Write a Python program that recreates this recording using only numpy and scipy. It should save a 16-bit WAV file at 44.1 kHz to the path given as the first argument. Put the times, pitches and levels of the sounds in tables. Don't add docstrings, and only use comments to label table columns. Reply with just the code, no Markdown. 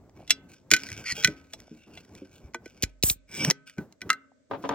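import sys
import numpy as np
from scipy import signal
from scipy.fft import rfft, irfft, next_fast_len
from scipy.io import wavfile
from scipy.ndimage import map_coordinates

SR = 44100
rng = np.random.default_rng(int(sys.argv[2]) if len(sys.argv) > 2 else 0)


def unload_wav(signal):
    wavfile.write(
        sys.argv[1],
        SR,
        np.round(np.clip(np.atleast_2d(signal).T, -1, 1) * 32767).astype(np.int16),
    )


N = 209122
T = np.arange(int(SR * 3 / 4)) / SR

# f/Hz, level struck near the rim/dB, level struck near the centre/dB, t60/s
LID_MODES = [(1830, -16, -9, 0.07), (1995, -13.5, 3.5, 0.1), (2120, -2.5, -4.5, 0.046), (2296, -1, -8, .04),
             (2435, -3.5, -8.5, 0.066), (3005, -12, -21.5, 0.082), (3320, -21, -10.5, 0.14),
             (4040, -9, -18.5, 0.083), (4110, -9.5, -4, 0.034), (4430, -6.5, -19, 0.011),
             (5480, -2, -18.5, 0.052), (5720, -12.5, 3, 0.06), (6900, -5, -11, 0.0093),
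             (6820, 5.5, -23, 0.037), (6850, -7.5, -27.5, 0.0092)]
# f/Hz, level/dB, t60/s
SHELL_MODES = [(272.6, -45, 0.98), (412, -48, 0.33), (1280, -55, 0.8), (1530, -48.5, 0.74)]


def amp(db):
    return 10 ** (np.asarray(db) / 20)


def unit(x):
    return x / np.sqrt(np.mean(x ** 2) + 1e-20)


def along(points, hz):
    f, value = np.transpose(points)
    return np.interp(np.log(hz + 1), np.log(f), value)


def fade(t60):
    return amp(-60 * T / max(t60, .001))


def soft_start(rise_s):
    return 1 - np.exp(-T / rise_s)


def wobble(rate):
    points = rng.standard_normal(int(N * rate / SR) + 4)
    return map_coordinates(points, [np.arange(N) * rate / SR])


def filtered(x, response):
    n = x.shape[-1]
    padded = next_fast_len(n + SR // 4)
    hz = np.fft.rfftfreq(padded, 1 / SR)
    return irfft(rfft(x, padded) * response(hz), padded)[..., :n]


def noise(spectrum, size):
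    return unit(filtered(rng.standard_normal(size), lambda hz: amp(along(spectrum, hz))))


def resonate(x, body):
    def response(f):
        total = 0
        for k, (centre, width, db) in enumerate(body):
            band = 1j * f * width / (centre * centre - f * f + 1j * f * width)
            total = total + (-1) ** k * amp(db) * band
        return total
    return filtered(x, response)


def add(track, s, sound):
    part = track[round(s * SR):][:len(sound)]
    part += sound[:len(part)]


def stroke(start, attack, hold, release, growth_db=0):
    t = np.arange(N) / SR - start
    rise = np.clip(t / max(attack, .001), 0, 1) ** 2
    growth = growth_db * np.clip(t - attack, 0, hold)
    fall = 60 * np.maximum(t - attack - hold, 0) / max(release, .001)
    return rise * amp(growth - fall)


def cutting(growth_db):
    start_s, attack_s, hold_s, release_s = 3.2597, .15, 0.084, 0.067
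    return stroke(start_s, attack_s, hold_s, release_s, growth_db)


def air():
    # f/Hz, level/dB
    air_colour = [(15, -57.5), (25, -35), (92, -10.5), (199, -21.5), (248, -3), (331, -23), (635, -10),
                  (699, -36), (2120, -30.5), (2570, -38), (8000, -34.5), (10400, -76.5), (17600, -120)]
    return amp(-67.5) * np.array([noise(air_colour, N), noise(air_colour, N)])


def handling():
    # t/s, hold/s, level/dB
    grip_shifts = [(0.428, 0.063, -55.5), (0.715, .24, -54), (1.145, 0.15, -47), (1.862, 0.13, -53),
                   (3.769, 0.023, -41.5), (4.007, 0.061, -47.5), (4.494, 0.29, -46.5)]
    # f/Hz, level/dB
    grip_colour = [(25, -17.5), (60, 1.5), (150, 0), (290, -2), (420, -6), (600, -11.5), (800, -14.5),
                   (1400, -24), (3000, -40.5)]
    # f/Hz, level/dB
    skin_colour = [(25, -36), (70, -10), (160, 0), (330, -2), (600, -11.5), (1400, -22), (3000, -38.5)]
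    # t/s, level/dB
    cider_laps = [(0.093, -43.5), (0.194, -34.5), (0.205, -31.5), (0.228, -34.5), (1.68, -38.5),
                  (4.318, -42)]
    attack_s, release_s, hold_until_s = 0.012, 0.36, 2.874
    holding = amp(-57) * stroke(-attack_s, attack_s, hold_until_s, release_s)
    shifts = sum(amp(db) * stroke(s, attack_s, hold, release_s) for s, hold, db in grip_shifts)
    bracing = amp(-37) * cutting(growth_db=80)
    rumble = holding * noise(grip_colour, N) * amp(-2 + 5.1 * wobble(16))
    rustle = (shifts + bracing) * noise(skin_colour, N) * amp(-2.5 + 2.5 * wobble(25))
    out = rumble + rustle
    lap_hz, lap_scatter = 700, .05
    for s, db in cider_laps:
        hz = lap_hz * np.exp(lap_scatter * rng.standard_normal())
        lap = np.sin(2 * np.pi * hz * T) * fade(0.0082) * soft_start(0.0017)
        add(out, s, amp(db + 6) * lap)
    return out


def room(x):
    # f/Hz, t60/s
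    room_decay = [(100, 0.87), (400, 0.3), (1500, 0.55), (5000, 0.16), (14000, 0.073)]
    hz, t, z = signal.stft(rng.standard_normal((2, SR // 2)), SR, nperseg=256)
    decay = amp(-60 * t / along(room_decay, hz)[:, None])
    tail = signal.istft(z * decay, SR, nperseg=256)[1]
    delayed = np.pad(x, (SR // 200, 0))
    return signal.fftconvolve(delayed[None], tail / np.linalg.norm(tail[0]), axes=1)[:, :N]


def diffuse(x, wet_db, t60):
    tail = rng.standard_normal(len(T)) * fade(t60) * soft_start(0.0047)
    return x + amp(wet_db) * signal.fftconvolve(x, tail / np.linalg.norm(tail))[:N]


def ring(modes, length):
    waver_ms = .06
    t = T + waver_ms / 1000 * np.cumsum(rng.standard_normal(len(T))) / np.sqrt(SR)
    out = 0
    for hz, db, t60 in modes:
        phase = rng.random()
        out = out + amp(db) * np.sin(2 * np.pi * (hz * t + phase)) * fade(t60 * length)
    return out


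def strike(modes, tilt, length, crack_db, crack_t60):
    # f/Hz, level/dB
    crack_colour = [(100, -39.5), (800, -23.5), (1600, 0.5), (2500, -2), (6500, 2.5), (9000, -5),
                    (12000, -8.5), (16000, -16.5)]
    hz, db, t60 = np.transpose(modes)
    db = db + tilt * np.log2(hz / 3000) + rng.normal(0, 1, len(hz))
    tone = ring(zip(hz, db, t60), length) / np.linalg.norm(amp(db))
    crack = amp(crack_db + tilt) * noise(crack_colour, len(T)) * fade(crack_t60 * length)
    return (tone + ring(SHELL_MODES, 0.82) + crack) * soft_start(0.00055)


def rubbing():
    # t/s, hold/s, level/dB
    light_rubs = [(0.14, .12, -66.5), (0.48, 0.037, -56), (0.77, 0.23, -46.5), (1.135, .08, -43),
                  (1.57, 0.0057, -62), (1.71, 0.066, -69.5), (1.91, .08, -63.5), (2.14, .025, -62.5),
                  (2.315, 0.017, -63), (2.62, 0.22, -63), (3.655, 0.0085, -50), (4.61, .1, -59)]
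    resting = (1.0, 1.442, -66)
    attack_s, release_s = 0.022, 0.23
    rows = light_rubs + [resting]
    strokes = sum(amp(db) * stroke(s, attack_s, hold, release_s) for s, hold, db in rows)
    return strokes + amp(-49.5) * cutting(0)


def ticks():
    # t/s, level/dB
    edge_ticks = [(0.0954, -49.5), (0.821, -41), (0.87, -38), (0.902, -30), (0.9173, -25.5), (0.9279, -26),
                  (1.6018, -34), (2.0501, -46.5), (2.1512, -35), (3.6967, -34)]
    modes = [(hz, (rim + centre) / 2, t60) for hz, rim, centre, t60 in LID_MODES]

    def tick():
        return strike(modes, tilt=0.39, length=0.13, crack_db=-1.5, crack_t60=0.06)

    out = np.zeros(N)
    for s, db in edge_ticks:
        add(out, s, amp(db + 0.5) * tick())
    catches_per_s, catch_db, scatter_db = 22, 4.5, 3.5
    moments = rng.random(N) < catches_per_s / SR
    catches = moments * rubbing() * amp(catch_db + scatter_db * rng.standard_normal(N))
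    return out + signal.fftconvolve(catches, tick())[:N]


def friction(body, slips):
    grains = (rng.random(N) < slips / SR) * rng.standard_normal(N)
    drive = (unit(grains) + amp(-6) * rng.standard_normal(N)) * amp(1.8 * wobble(170))
    bands = 0
    for k, mode in enumerate(body):
        bands = bands + (-1) ** k * resonate(drive, [mode]) * amp(2.5 * wobble(14))
    return unit(diffuse(bands, wet_db=-5, t60=.05))


def scrapes():
    # f/Hz, width/Hz, level/dB
    rub_body = [(1300, 75, -9), (1522, 65, 4.5), (2285, 110, 4.5), (2750, 550, -3.5), (3656, 360, -6.5),
                (4430, 400, -8.5), (5400, 700, -1), (7140, 3600, -8), (9000, 830, -8.5),
                (13500, 1200, -26.5)]
    # f/Hz, width/Hz, level/dB
    pry_body = [(1439, 140, -6.5), (1870, 110, 4), (2230, 280, 2.5), (3335, 110, -9), (4240, 200, 0.5),
                (5786, 1400, -4.5), (9100, 3000, -16.5), (13500, 3300, -28.5)]
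    # f/Hz, width/Hz, level/dB
    cut_body = [(850, 1600, -24), (1524, 35, 4), (2294, 104, 6.5), (2820, 500, -6.5), (3650, 550, -13),
                (4940, 120, -1), (5600, 1000, -6), (6400, 800, -24), (7590, 220, -7), (8190, 160, -2),
                (13500, 4000, -25)]
    light = rubbing() * friction(rub_body, slips=280)
    prying = stroke(start=1.045, attack=0.014, hold=.063, release=.04, growth_db=100)
    pry = amp(-33.5) * prying * friction(pry_body, slips=1000)
    cut = amp(-33) * cutting(growth_db=-47) * friction(cut_body, slips=1200)
    return light + pry + cut


def contacts(blows, bouncy):
    graze_s, graze_db = .009, -21.5
    rebound_s, rebound_db = .028, -16
    hard_db = -10
    for s, db, *colour in blows:
        yield (s - graze_s, db + graze_db, *colour)
        yield (s, db, *colour)
        if bouncy and db > hard_db:
            yield (s + rebound_s, db + rebound_db, *colour)


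def clicks():
    # t/s, level/dB, brightness/(dB per octave)
    blade_taps = [(0.2768, -30, -0.5), (0.3053, 3.5, -0.5), (1.5339, -23, 5), (1.9739, -25, -9.5)]
    # t/s, level/dB, brightness/(dB per octave), place (0 rim, 1 centre)
    lid_taps = [(0.714, -5, 0, 0), (0.7359, -3, -1.5, 0), (0.788, -34, -3.5, 0.59), (.888, -26.5, -0.5, .7),
                (1.246, 1, -1, 0.54), (2.5451, -23.5, -3.5, 0.3), (2.658, -36, -3, 0.18),
                (2.836, -19.5, 3.5, 0.016), (3.448, -17, 10, 0.6), (3.509, -11, 3, 1),
                (3.782, -35.5, -7, 0.16), (4.0165, -25.5, -2, 0.42)]
    # t/s, level/dB, brightness/(dB per octave)
    tab_flicks = [(3.9245, -55, 7.5), (4.102, -7, -3.5)]
    # f/Hz, level/dB, t60/s
    blade_modes = [(690, -13, 0.022), (1450, -17, 0.06), (2080, -3, 0.05), (2330, -8, .05), (2716, 2, .05),
                   (2970, -3, .045), (3392, 1, 0.062), (3440, 3, 0.036), (3995, -0.5, 0.065),
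                   (4500, -11, 0.06), (4900, -17, 0.12), (5434, -2, 0.07), (5720, -4, 0.075),
                   (6300, -2, 0.04), (7950, -1, 0.045)]
    # f/Hz, level/dB, t60/s
    tab_modes = [(1297, -6.5, 0.081), (1343, -5.5, 0.054), (1520, -19, 0.18), (1630, -10, 0.038),
                 (1957, 3, 0.022), (2065, -2, 0.063), (2756, -3.5, 0.029), (4060, -9, 0.06),
                 (5130, -7, .02), (5590, -15, .035), (6680, -19, 0.023)]
    blade_ring, lid_ring, tab_ring = .92, 0.82, 0.88
    out = np.zeros(N)
    for s, db, tilt in contacts(blade_taps, bouncy=False):
        click = strike(blade_modes, tilt, blade_ring, crack_db=-4.0, crack_t60=0.027)
        add(out, s, amp(db - 8.5) * click)

    dome_hz, dome_t60_s = 1509, .09
    dome = np.sin(2 * np.pi * dome_hz * T) * fade(dome_t60_s) * soft_start(0.0013)
    for s, db, tilt, place in contacts(lid_taps, bouncy=True):
        modes = [(hz, rim + place * (centre - rim), t60) for hz, rim, centre, t60 in LID_MODES]
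        length = lid_ring * np.exp(-1.3 * place)
        dome_db = -13.5 - 2.5 * tilt - 10.5 * place
        click = amp(-1.0) * strike(modes, tilt, length, crack_db=0.5, crack_t60=0.024)
        add(out, s, amp(db) * (click + amp(dome_db) * dome))

    for s, db, tilt in contacts(tab_flicks, bouncy=True):
        flick = strike(tab_modes, tilt, tab_ring, crack_db=2.0, crack_t60=0.012)
        add(out, s, amp(db + 1.5) * flick)
    return out


def table():
    # t/s, level/dB, height of the sweep's start above its end/Hz, boom level/dB
    table_jolts = [(2.8327, -20, 663, -31.5), (3.035, -17, 773, -40), (3.077, -36, 386, -50),
                   (3.107, -29.5, 300, -47.5), (3.158, -48.5, 402, -49)]
    # t/s, level/dB, centre f/Hz, t60/s
    table_bumps = [(.72, -27, 339.4, 0.12), (0.727, -32, 161, 0.089), (0.914, -41.5, 110, 0.17),
                   (1.122, -35.5, 151, 0.08), (1.175, -41.5, 477.6, 0.22), (1.25, -32, 150, 0.1),
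                   (1.28, -30, 331, 0.13), (1.285, -28, 150, 0.063), (1.536, -42.5, 693, 0.052),
                   (1.712, -41, 247, 0.19), (2.217, -38.5, 302, 0.14), (2.439, -41.5, 70, 0.13),
                   (2.545, -21, 960, 0.018), (2.55, -38, 372, 0.1), (2.66, -33, 370, 0.032),
                   (3.397, -31.5, 170, 0.077), (3.448, -30, 755, 0.024), (3.498, -18.5, 956, 0.02),
                   (3.508, -21.5, 404, 0.026), (3.785, -23.5, 230.4, 0.064), (4.06, -30.5, 212, 0.045)]
    out = np.zeros(N)
    for s, db, drop_hz, boom_db in table_jolts:
        sweep_hz = 47 + drop_hz * np.exp(-T / .003)
        sweep = np.sin(2 * np.pi * np.cumsum(sweep_hz) / SR)
        decay = fade(0.056) + amp(boom_db) * fade(0.99)
        add(out, s, amp(db + 5.0) * sweep * decay * soft_start(0.0028))
    for s, db, hz, t60 in table_bumps:
        modes = [(hz * .66, -6, t60), (hz * .94, 0, t60), (hz * 1.25, -4, t60), (hz * 1.75, -7, t60 * .7)]
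        add(out, s, amp(db + 2.5) * ring(modes, length=1) * soft_start(0.0025))
    return out


def squeals():
    # t/s of the middle, level/dB, half length/s, f/Hz
    squeal_notes = [(1.067, -45, 0.015, 4700), (1.2, -45, 0.035, 3270), (1.964, -63.5, 0.046, 2770),
                    (3.359, -46, 0.017, 2262), (1.827, -67, 0.048, 2720), (3.41, -34.5, 0.024, 2295),
                    (3.443, -35.5, 0.034, 5670), (3.487, -23.5, 0.0098, 160)]
    t = np.arange(N) / SR
    out = np.zeros(N)
    for s, db, half, hz in squeal_notes:
        swell = np.exp(-((t - s) / half) ** 2)
        note = np.sin(2 * np.pi * hz * (t + 8e-5 * wobble(140)))
        out += amp(db) * swell * note * amp(5.5 + 1.5 * wobble(90))
    return out


def snaps():
    metal_snaps = [(2.8312, -14, 4014, -10, -13.5, 0.5), (3.0345, -9, 4040, -9, -11, -7.5),
                   (3.0989, -10, 3990, -34, -17.5, -24), (3.508, -8.5, 5220, -25, -1, 1.5),
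                   (4.6907, -27.5, 3494, -21, -15, -33)]
    gap_s = .0076
    out = np.zeros(N)
    for s, db, hz, sharp_db, hum_db, first_db in metal_snaps:
        body = [(2350, 500, -8), (hz, 900, 0), (6200, 1800, -3), (12500, 6000, sharp_db)]
        for lead, crack_db in ((gap_s, db + first_db), (0, db)):
            burst = unit(resonate(rng.standard_normal(len(T)), body))
            hum = amp(hum_db) * ring(SHELL_MODES, 1.0)
            add(out, s - lead, amp(crack_db) * (burst * fade(0.017) + hum) * soft_start(0.000465))
    return out


def gas():
    # f/Hz, level/dB
    jet_colour = [(200, -19.5), (1100, -19.5), (2500, -19.5), (4500, -12.5), (6300, -5), (8000, 8),
                  (10000, -4.5), (12000, -1.5), (14800, 2.5), (16500, -16.5)]
    puff = amp(-24) * stroke(start=3.033, attack=0.0029, hold=0.079, release=0.068)
    flutter = amp(1.2 * wobble(140))
    return puff * flutter * noise(jet_colour, N)


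def knocks():
    # t/s, level/dB
    case_knocks = [(4.511, -19), (4.533, -22), (4.546, -26), (4.639, -20.5), (4.649, -20), (4.691, -15),
                   (4.709, -20), (4.722, -23.5), (4.732, -23)]
    # f/Hz, level/dB, t60/s
    case_modes = [(278, -5.5, 0.3), (320, -10.5, 0.22), (444.6, -2.5, 0.11), (561.4, -2.5, 0.13),
                  (786, -33, .04), (935, -8, 0.036), (974, 2, 0.044), (1206, -4, 0.074), (1560, -2, 0.035),
                  (1813, -6.5, 0.028)]
    # f/Hz, level/dB
    rattle_colour = [(40, -44), (110, 3), (280, -0.5), (900, 8), (1700, -8.5), (3200, -13), (6000, -32.5),
                     (10000, -58), (16000, -68)]
    out = np.zeros((2, N))
    for s, db in case_knocks:
        shared_rattle = amp(-2.0) * noise(rattle_colour, len(T)) * fade(0.096)
        shared = ring(case_modes, 0.96) + shared_rattle
        for port, side_db in zip(out, (1.1, -1.1)):
            own_rattle = amp(-0.5) * noise(rattle_colour, len(T)) * fade(0.11)
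            own = amp(-12) * ring(case_modes, 1) + own_rattle
            add(port, s, amp(db + side_db - 11.5) * (shared + own) * soft_start(0.0012))
    return out


def scene():
    metal = clicks() + ticks()
    thuds = table() + handling()
    direct = snaps() + scrapes() + squeals() + gas()

    def one_port():
        smeared_metal = diffuse(metal, wet_db=-16, t60=0.046)
        return direct + smeared_metal + diffuse(thuds, wet_db=-19, t60=.08)

    both = np.array([one_port(), one_port()])
    port_lag_s = 52e-6
    sides = np.array([[1], [-1]])
    ports = filtered(both, lambda hz: np.exp(1j * np.pi * hz * port_lag_s * sides))
    balanced = ports * amp([[-.2], [.2]])
    echo = amp(-32.5) * room(metal + thuds + direct)
    return balanced + knocks() + echo + air()


def record(dry):
    top_hz = 16200
    held = dry / (1 + np.abs(dry) ** 6) ** (1 / 6)
    return filtered(held, lambda hz: 1 / (1 + (hz / top_hz) ** 120))


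dry = scene()
out = record(dry)
unload_wav(out)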